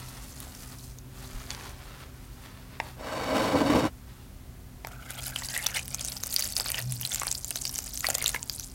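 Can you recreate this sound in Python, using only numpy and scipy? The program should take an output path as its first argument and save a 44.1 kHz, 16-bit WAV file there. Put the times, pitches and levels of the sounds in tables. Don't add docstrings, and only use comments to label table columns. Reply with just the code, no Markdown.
import sys
import numpy as np
from scipy import signal
from scipy.fft import rfft, irfft, next_fast_len
from scipy.io import wavfile
from scipy.ndimage import map_coordinates

SR = 44100
rng = np.random.default_rng(int(sys.argv[2]) if len(sys.argv) > 2 else 0)


def transcribe(u):
    v = np.clip(np.atleast_2d(u).T, -1, 1)
    q = np.round(v * 32767).astype(np.int16)
    wavfile.write(sys.argv[1], SR, q)


N = 385434
TOP_HZ = 16000
T = np.arange(N) / SR
BRIEF = T[:1024]


def amp(db):
    return 10 ** (np.asarray(db) / 20)


def unit(x):
    return x / np.sqrt(np.mean(x ** 2) + 1e-20)


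def along(points, hz):
    f, v = np.transpose(points)
    return np.interp(np.log(hz + 1), np.log(f + 1), v)


def levels(rows):
    s, *columns = np.transpose(rows)
    inside = (T >= s[0]) * (T <= s[-1])
    return [amp(np.interp(T, s, column)) * inside for column in columns]


def wobble(rate):
    knots = rng.standard_normal(int(N * rate / SR) + 4)
    return map_coordinates(knots, [T * rate])


def swell(start, hold, attack, release):
    before = np.minimum(T - start, 0)
    after = np.maximum(T - start - hold, 0)
    return np.exp(before / attack - after / release)


def filtered(x, response):
    m = next_fast_len(N + SR // 4)
    return irfft(rfft(x, m) * response(np.fft.rfftfreq(m, 1 / SR)), m)[:N]


def coloured(x, spectrum):
    return unit(filtered(x, lambda hz: amp(along(spectrum, hz))))


def band(x, lo_hz, hi_hz, order=2):
    edges = np.clip([lo_hz, hi_hz], 1, SR / 2 - 1)
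    return signal.lfilter(*signal.butter(order, edges, "band", fs=SR), x)


def add(out, s, x):
    part = out[max(round(s * SR), 0):][:len(x)]
    part += x[:len(part)]


def ticks(rate, spread_db):
    at, size, sign = rng.random((int(rate * N / SR), 3)).T
    impulses = amp(spread_db * size ** 2) * np.sign(sign - .5)
    return unit(np.bincount((at * N).astype(int), impulses, N))


def ringing(turns, cycles, rise):
    age = turns / cycles
    envelope = np.exp(-age) * (1 - np.exp(-(turns / 0.69) ** 2))
    return envelope * np.sin(2 * np.pi * turns * (1 + rise * np.tanh(age / 2)))


def bubbles(rate, centre_hz, octaves, cycles, spread_db, rise, size=400):
    at, strength, a, b, life = rng.random((int(rate * N / SR), 5)).T[..., None]
    hz = np.minimum(centre_hz * 2 ** (octaves * (a - b)), TOP_HZ)
    ring = ringing(hz * np.arange(size) / SR, cycles * (.5 + life), rise)
    grain = amp(spread_db * strength ** 2) * ring
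    where = (at * N).astype(int) + np.arange(size)
    return unit(np.bincount(where.ravel(), grain.ravel(), N)[:N])


def burst(life, lo_hz, hi_hz):
    fade = np.exp(-BRIEF / life) * (1 - np.exp(-4 * BRIEF / life))
    puff = band(rng.standard_normal(len(BRIEF)) * fade, lo_hz, hi_hz)
    return unit(puff) * np.sqrt(np.mean(fade ** 2))


def background():
    # frequency in Hz, density in dB per Hz.
    room_colour = [(12, -44), (25, -12), (50, 1.5), (75, -3.5), (120, -6.5), (170, -14.5), (270, -15),
                   (400, -24.5), (700, -26), (1500, -30.5), (3200, -35), (8000, -37), (16000, -36.5)]
    # frequency in Hz, middle level in dB.
    hum_tones = [(48.4, -60.5), (127, -53.5), (193, -64.5), (254, -60), (382, -68.5)]
    hum = np.zeros(N)
    for hz, db in hum_tones:
        level = amp(db + 3.24 * wobble(3))
        hum += level * np.sqrt(2) * np.sin(2 * np.pi * hz * T + 0.54 * wobble(7))
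    room_db = -46.5
    return hum + amp(room_db) * coloured(rng.standard_normal(N), room_colour)


def spatula():
    # start in seconds, hold in seconds, rub level in dB, crunch level in dB, before the mix below.
    strokes = [(0, 0.18, -51, -51), (0.223, 0.5, -55, -51.5), (0.758, 0.14, -66.5, -52),
               (1.183, 0.37, -52.5, -53.5), (1.504, 0.19, -46, -52.5), (1.72, .12, -53, -59.5),
               (1.856, 0.18, -49.5, -60.5), (2.138, 0.36, -60.5, -63.5), (2.448, .015, -50, -58),
               (2.51, .26, -56, -68), (2.82, 0.083, -52, -58), (4.08, 0.15, -61, -69)]
    # frequency in Hz, density in dB per Hz.
    rub_colour = [(200, -6), (380, -5), (560, -2.5), (800, -2.5), (1200, -0.5), (2500, -6), (4500, -9),
                  (8000, -24)]
    # frequency in Hz, density in dB per Hz.
    powder_colour = [(1470, -43), (2500, -9), (3720, -6), (4480, -2), (5560, -2.5), (9730, -1.5),
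                     (14800, -5.5), (16000, -12)]
    rub, crunch = np.zeros((2, N))
    for s, length, rub_db, crunch_db in strokes:
        stroke = swell(s, length, attack=0.045, release=0.051)
        rub = np.maximum(rub, amp(rub_db) * stroke)
        crunch = np.maximum(crunch, amp(crunch_db) * stroke)
    rubbing = coloured(ticks(rate=3500, spread_db=15.5), rub_colour) * amp(2 * wobble(35))
    crumbs = coloured(ticks(rate=6000, spread_db=28), powder_colour) * amp(1.9 * wobble(44.0))
    sticky = bubbles(rate=160, centre_hz=6530, octaves=0.82, cycles=2.5, spread_db=7, rise=0, size=200)
    return rub * rubbing + crunch * (amp(-0.5) * crumbs + amp(-5.5) * sticky)


def pops():
    # time in seconds, ring strength in dB, pocket pitch in Hz, soft pat strength in dB.
    pockets = [(0.403, -20, 9600, -50), (.55, -30.5, 5500, -52), (0.9865, -29.5, 6500, -58),
               (4.871, -20.5, 12900, -27), (5.106, -19, 10530, -32), (5.2675, -18, 10920, -38),
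               (5.3607, -14.5, 3030, -27), (5.421, -29, 1910, -27), (5.487, -18.5, 4730, -38),
               (5.564, -18.5, 1900, -31), (5.577, -11.5, 9130, -37), (5.6627, -14, 3500, -26),
               (5.6666, -6.5, 5800, -22.5), (5.776, -22.5, 1990, -43), (5.793, -19.5, 2580, -36),
               (5.8802, -16, 10700, -42), (5.9456, -11.5, 6200, -33), (5.9947, -23.5, 3520, -46),
               (6.0484, -16, 6030, -37), (6.121, -20, 5400, -48), (6.2357, -11.5, 6400, -27),
               (6.342, -10.5, 13200, -46), (6.363, -5.5, 4750, -44), (6.394, -11, 6400, -41),
               (6.4236, -14, 4520, -42), (6.524, -19, 7850, -47), (6.566, -9.5, 4870, -31),
               (6.5991, -10.5, 4870, -22), (6.6075, -13, 7660, -24.5), (6.66, -19.5, 4800, -23),
               (6.703, -11, 12800, -30), (6.7183, -10.5, 9090, -41), (6.7443, -16.5, 2930, -31),
               (6.7856, -25, 6200, -47), (6.8239, -18.5, 9000, -45), (6.923, -12.5, 9780, -43),
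               (7.013, -12, 14000, -43), (7.0314, -24, 3050, -45), (7.051, -12, 4030, -49),
               (7.1187, -18.5, 3450, -40), (7.1386, -15, 7300, -45), (7.146, -7.5, 7350, -42),
               (7.1586, -12, 7210, -32), (7.198, -14, 7100, -36), (7.2333, -16, 7900, -19.5),
               (7.2694, -12, 10200, -23), (7.3146, -10, 6570, -46), (7.3263, -14, 7700, -47),
               (7.352, -18, 4720, -50), (7.4456, -13.5, 7100, -40), (7.507, -10, 8950, -41),
               (7.511, -23.5, 2800, -31.5), (7.5579, -14.5, 6200, -27), (7.653, -12, 4740, -34),
               (7.6937, -18, 5630, -36), (7.758, -16.5, 5900, -51), (7.7815, -15.5, 7760, -44),
               (7.7882, -12.5, 6200, -27.5), (7.9747, -16, 6200, -56), (8.007, -14.5, 7150, -52),
               (8.0439, -20.5, 1910, -21.5), (8.0522, -17, 2200, -33), (8.0682, -9.5, 4480, -33),
               (8.0872, -12, 11760, -26), (8.1021, -7, 7340, -18.5), (8.1075, -11, 9100, -26),
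               (8.1513, -7, 6900, -24), (8.1826, -9.5, 13000, -28), (8.2163, -21.5, 2180, -46),
               (8.225, -11.5, 9450, -27), (8.2421, -11, 6000, -23), (8.2607, -7, 3730, -34),
               (8.2706, -17, 6860, -44), (8.2792, -7, 7460, -46), (8.2928, -9.5, 9550, -45),
               (8.3454, -18.5, 1650, -16.5), (8.361, -19.5, 2150, -34.5), (8.429, -16.5, 7000, -46),
               (8.4969, -13, 4800, -32), (8.597, -18, 6100, -37)]
    crack_db, snap_db = -10.5, -3
    neighbour_db, neighbour_s, neighbour_octaves = -16, 0.0067, 0.34
    out = np.zeros(N)
    for s, db, hz, pat_db in pockets:
        cycles = 4.44 * (6000 / hz) ** 0.12
        add(out, s, amp(db) * ringing(hz * BRIEF, cycles, rise=0.015))
        add(out, s, amp(db + crack_db) * burst(life=0.00069, lo_hz=2300, hi_hz=9300))
        add(out, s, amp(db + snap_db) * burst(life=0.00021, lo_hz=6940, hi_hz=15700))
        add(out, s, amp(pat_db) * burst(life=0.001, lo_hz=530, hi_hz=1700))
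        for when, pitch in rng.standard_normal(size=(3, 2)):
            near_hz = min(hz * 2 ** (neighbour_octaves * pitch), TOP_HZ)
            neighbour = ringing(near_hz * BRIEF, cycles=3.3, rise=0.044)
            add(out, s + neighbour_s * when, amp(db + neighbour_db) * neighbour)
    return out


def knocks():
    # time in seconds, body strength in dB, pitch in Hz, edge strength in dB.
    contacts = [(.47, -36, 710, -43), (2.801, -16.5, 900, -15), (4.848, -24.5, 900, -24),
                (7.218, -21, 1145, -22), (8.044, -30, 794, -19), (8.087, -16, 746, -38),
                (8.152, -28, 480, -43), (8.3457, -18, 970, -22)]
    out = np.zeros(N)
    for s, db, hz, edge_db in contacts:
        body = np.sin(2 * np.pi * hz * BRIEF) * np.exp(-BRIEF / 0.0023)
        edge = np.sin(2 * np.pi * 2050 * BRIEF) * np.exp(-BRIEF / 0.00074)
        add(out, s, amp(db) * body)
        add(out, s, amp(edge_db) * edge)
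        add(out, s, amp(edge_db - 4.0) * burst(life=0.00065, lo_hz=1200, hi_hz=4550))
    return band(out, 470, 12000)


def rumbles():
    from_thud = T - 1.365
    thud = amp(-30.5) * np.exp(-(from_thud / 0.026) ** 2) * np.cos(2 * np.pi * 36 * from_thud)

    def tone(hz):
        return np.sqrt(2) * np.sin(2 * np.pi * hz * T + 0.51 * wobble(20))

    boom = amp(-32) * swell(start=6.855, hold=0.06, attack=0.026, release=0.07)
    return thud + boom * (tone(122.6) + amp(-17) * tone(192.8))


def taps():
    # time in seconds, click strength in dB, ring strength in dB.
    touches = [(1.505, -17.5, -55), (1.5128, -27, -39), (1.5483, -27, -63)]
    # pitch in Hz, middle strength in dB, time to fade by 60 dB in seconds.
    bowl_modes = [(2290, -7, 0.12), (3400, 0, 0.16), (8400, -8, .09), (10400, -5, 0.071)]
    out, t = np.zeros(N), T[:SR // 4]
    for s, click_db, ring_db in touches:
        ring = np.zeros(len(t))
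        for hz, db, t60 in bowl_modes:
            ring += amp(db + rng.normal(0, 1) - 60 * t / t60) * np.sin(2 * np.pi * hz * t)
        add(out, s, amp(ring_db) * ring)
        add(out, s, amp(click_db) * burst(life=0.00091, lo_hz=2970, hi_hz=6360))
        add(out, s, amp(click_db - 18) * burst(life=.0016, lo_hz=700, hi_hz=2600))
    return out


def jug():
    # time in seconds, sliding strength in dB.
    sliding = [(2.97, -60), (3.008, -42.5), (3.18, -36), (3.29, -35), (3.35, -30.5), (3.45, -30),
               (3.51, -32), (3.65, -33), (3.76, -28.5), (3.87, -34), (3.9, -57)]
    # time in seconds, boost in dB, length in seconds.
    catches = [(3.332, 6, 0.012), (3.553, 9, .013), (3.627, 5.5, 0.014), (3.752, 3.5, 0.019)]
    # pitch in Hz, width in Hz, boost in dB above the rest.
    drag_modes = [(276, 32, 6.5), (444, 16, 6), (510, 14, 7), (544, 9, 11.5), (628, 12, 10), (894, 20, 4),
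                  (1019, 38, 9), (1124, 35, 8), (1320, 14, 7.5), (1547, 15, 11), (2000, 17, 9.5),
                  (2253, 34, 10), (2925, 69, 9), (3750, 140, 7.5), (4486, 81, 12), (5400, 50, 10),
                  (7100, 46, 7), (8020, 50, 8.5), (8800, 120, 4)]
    # frequency in Hz, density in dB per Hz.
    table_colour = [(35, -43), (75, -9), (200, -7), (255, -4.5), (315, -2), (370, -13), (450, -4),
                    (650, -4), (800, -3.5), (1150, -14.5), (1750, -27), (4000, -36.5), (6000, -39),
                    (15000, -49.5)]
    slide, = levels(sliding)
    start, end = sliding[0][0], sliding[-1][0]
    judder = amp(-8.5 + 16 * (np.clip(T, start, end) - start))
    grit = amp(-3.5)

    def modes(f):
        response = 1
        for hz, width, db in drag_modes:
            response = response + (amp(db) - 1) * 1j * f * width / (hz * hz - f * f + 1j * f * width)
        return response

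    slips = ticks(rate=3500, spread_db=4) * amp(1.2 * wobble(70))
    body = coloured(filtered(slips, modes), table_colour)

    def below(edge_hz):
        return filtered(body, lambda hz: 1 / (1 + (hz / edge_hz) ** 8))

    low, low_and_middle = below(edge_hz=430), below(edge_hz=1420)
    middle, high = unit(low_and_middle - low), unit(body - low_and_middle)
    catch = amp(sum(db * np.exp(-((T - s) / length) ** 2) for s, db, length in catches))
    return slide * (catch * (judder * unit(low) + middle) + grit * high)


def stream():
    # time in seconds, how hard it hits the batter in dB,
    # level of its crackling treble in dB, before the random swing of the gobs.
    flow_levels = [(4.8, -81, -82), (4.87, -55, -56), (5.03, -56.5, -62), (5.1, -48.5, -46),
                   (5.17, -49.5, -50), (5.25, -51, -36), (5.33, -51.5, -46), (5.49, -51.5, -39),
                   (5.57, -46, -39), (5.79, -46.5, -41.5), (5.84, -60.5, -44.5), (5.98, -52.5, -47.5),
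                   (6.05, -52.5, -38), (6.14, -55.5, -45.5), (6.29, -56, -42), (6.38, -48, -35),
                   (6.47, -52, -37.5), (6.54, -55.5, -40.5), (6.7, -48.5, -41.5), (6.8, -47, -42),
                   (6.86, -62, -49.5), (6.98, -57.5, -43.5), (7.05, -51.5, -38), (7.25, -47.5, -39),
                   (7.34, -56.5, -38), (7.44, -68, -49), (7.6, -60, -39.5), (7.88, -57, -42.5),
                   (8.0, -67, -42.5), (8.06, -49, -39.5), (8.2, -49, -42.5), (8.29, -50, -38),
                   (8.37, -54, -45), (8.43, -63, -51), (8.52, -62, -42.5), (8.74, -79, -49)]
    # time in seconds, share of the spray's power that is single bubbles.
    soaking = [(5.0, 0.46), (5.9, 0.88)]
    # frequency in Hz, density in dB per Hz.
    splash_colour = [(250, -13), (420, -12), (560, 1), (750, 4), (1000, -6.5), (1450, -1), (1900, -22),
                     (3000, -16)]
    # frequency in Hz, density in dB per Hz.
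    spray_colour = [(1760, -54), (3000, -4.5), (4260, -6), (4760, 5.5), (5370, 0), (7400, 2), (8700, 0),
                    (14300, -2.5), (16000, -15)]
    impact, spray = levels(flow_levels)
    flow = impact / amp(-49.5)
    splash = amp(-52) * flow
    bubbling = amp(-48) * flow ** 1.55
    gobs = amp(3.68 * wobble(60))
    pats = coloured(ticks(rate=2000, spread_db=20.5), splash_colour)
    puddle = bubbles(rate=1900, centre_hz=2558, octaves=0.83, cycles=3.2, spread_db=27, rise=0.073)
    beads = bubbles(rate=900, centre_hz=6470, octaves=0.93, cycles=2.8, spread_db=33, rise=0.033)
    films = bubbles(rate=770, centre_hz=10900, octaves=0.99, cycles=2.5, spread_db=51, rise=0.047, size=120)
    fizz = coloured(ticks(rate=2500, spread_db=50), spray_colour)
    wet = np.interp(T, *np.transpose(soaking))
    single_bubbles = unit(beads + amp(-1.5) * films)
    crackle = np.sqrt(wet) * single_bubbles + np.sqrt(1 - wet) * fizz
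    return gobs * (splash * pats + bubbling * puddle + spray * crackle)


def hollow():
    # time in seconds, resonance in Hz, level in dB before a random swing.
    resonance = [(4.88, 1401, -60.5), (5.15, 1450, -55.5), (5.48, 1640, -60), (5.57, 1940, -40),
                 (5.639, 2000, -52), (5.7, 1254, -52), (5.78, 1960, -46), (5.81, 2430, -57)]
    s, hz, db = np.transpose(resonance)
    loudness, = levels(np.transpose([s, db]))
    phase = 2 * np.pi * np.cumsum(np.interp(T, s, hz)) / SR
    gurgle = unit(wobble(460) * np.cos(phase) + wobble(460) * np.sin(phase))
    return loudness * gurgle * amp(5.2 * wobble(80))


def kitchen(x, early_db, tail_db, size=8192):
    # frequency in Hz, time to fade by 60 dB in seconds.
    fade_times = [(200, 1), (2000, 0.15), (12000, 0.029)]
    out, lag = x.copy(), T[:SR // 4]
    for start in range(0, N, size):
        hz, t, z = signal.stft(rng.standard_normal(len(lag)), SR, nperseg=256)
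        fade = amp(-60 * t / along(fade_times, hz)[:, None])
        tail = signal.istft(z * fade, SR, nperseg=256)[1][:len(lag)]
        early = rng.standard_normal(len(lag)) * np.exp(-lag / 0.0025) * (lag > .001)
        answer = amp(early_db) * early / np.linalg.norm(early) + amp(tail_db) * tail / np.linalg.norm(tail)
        add(out, start / SR, signal.fftconvolve(x[start:start + size], answer))
    return out


def scene():
    bowl = spatula() + taps() + knocks() + stream() + hollow() + pops()
    return (kitchen(bowl, early_db=-12, tail_db=-16.0) + jug() + rumbles() + background())[None]


def record(dry):
    return filtered(dry[0], lambda hz: hz < TOP_HZ)[None]


dry = scene()
out = record(dry)
transcribe(out)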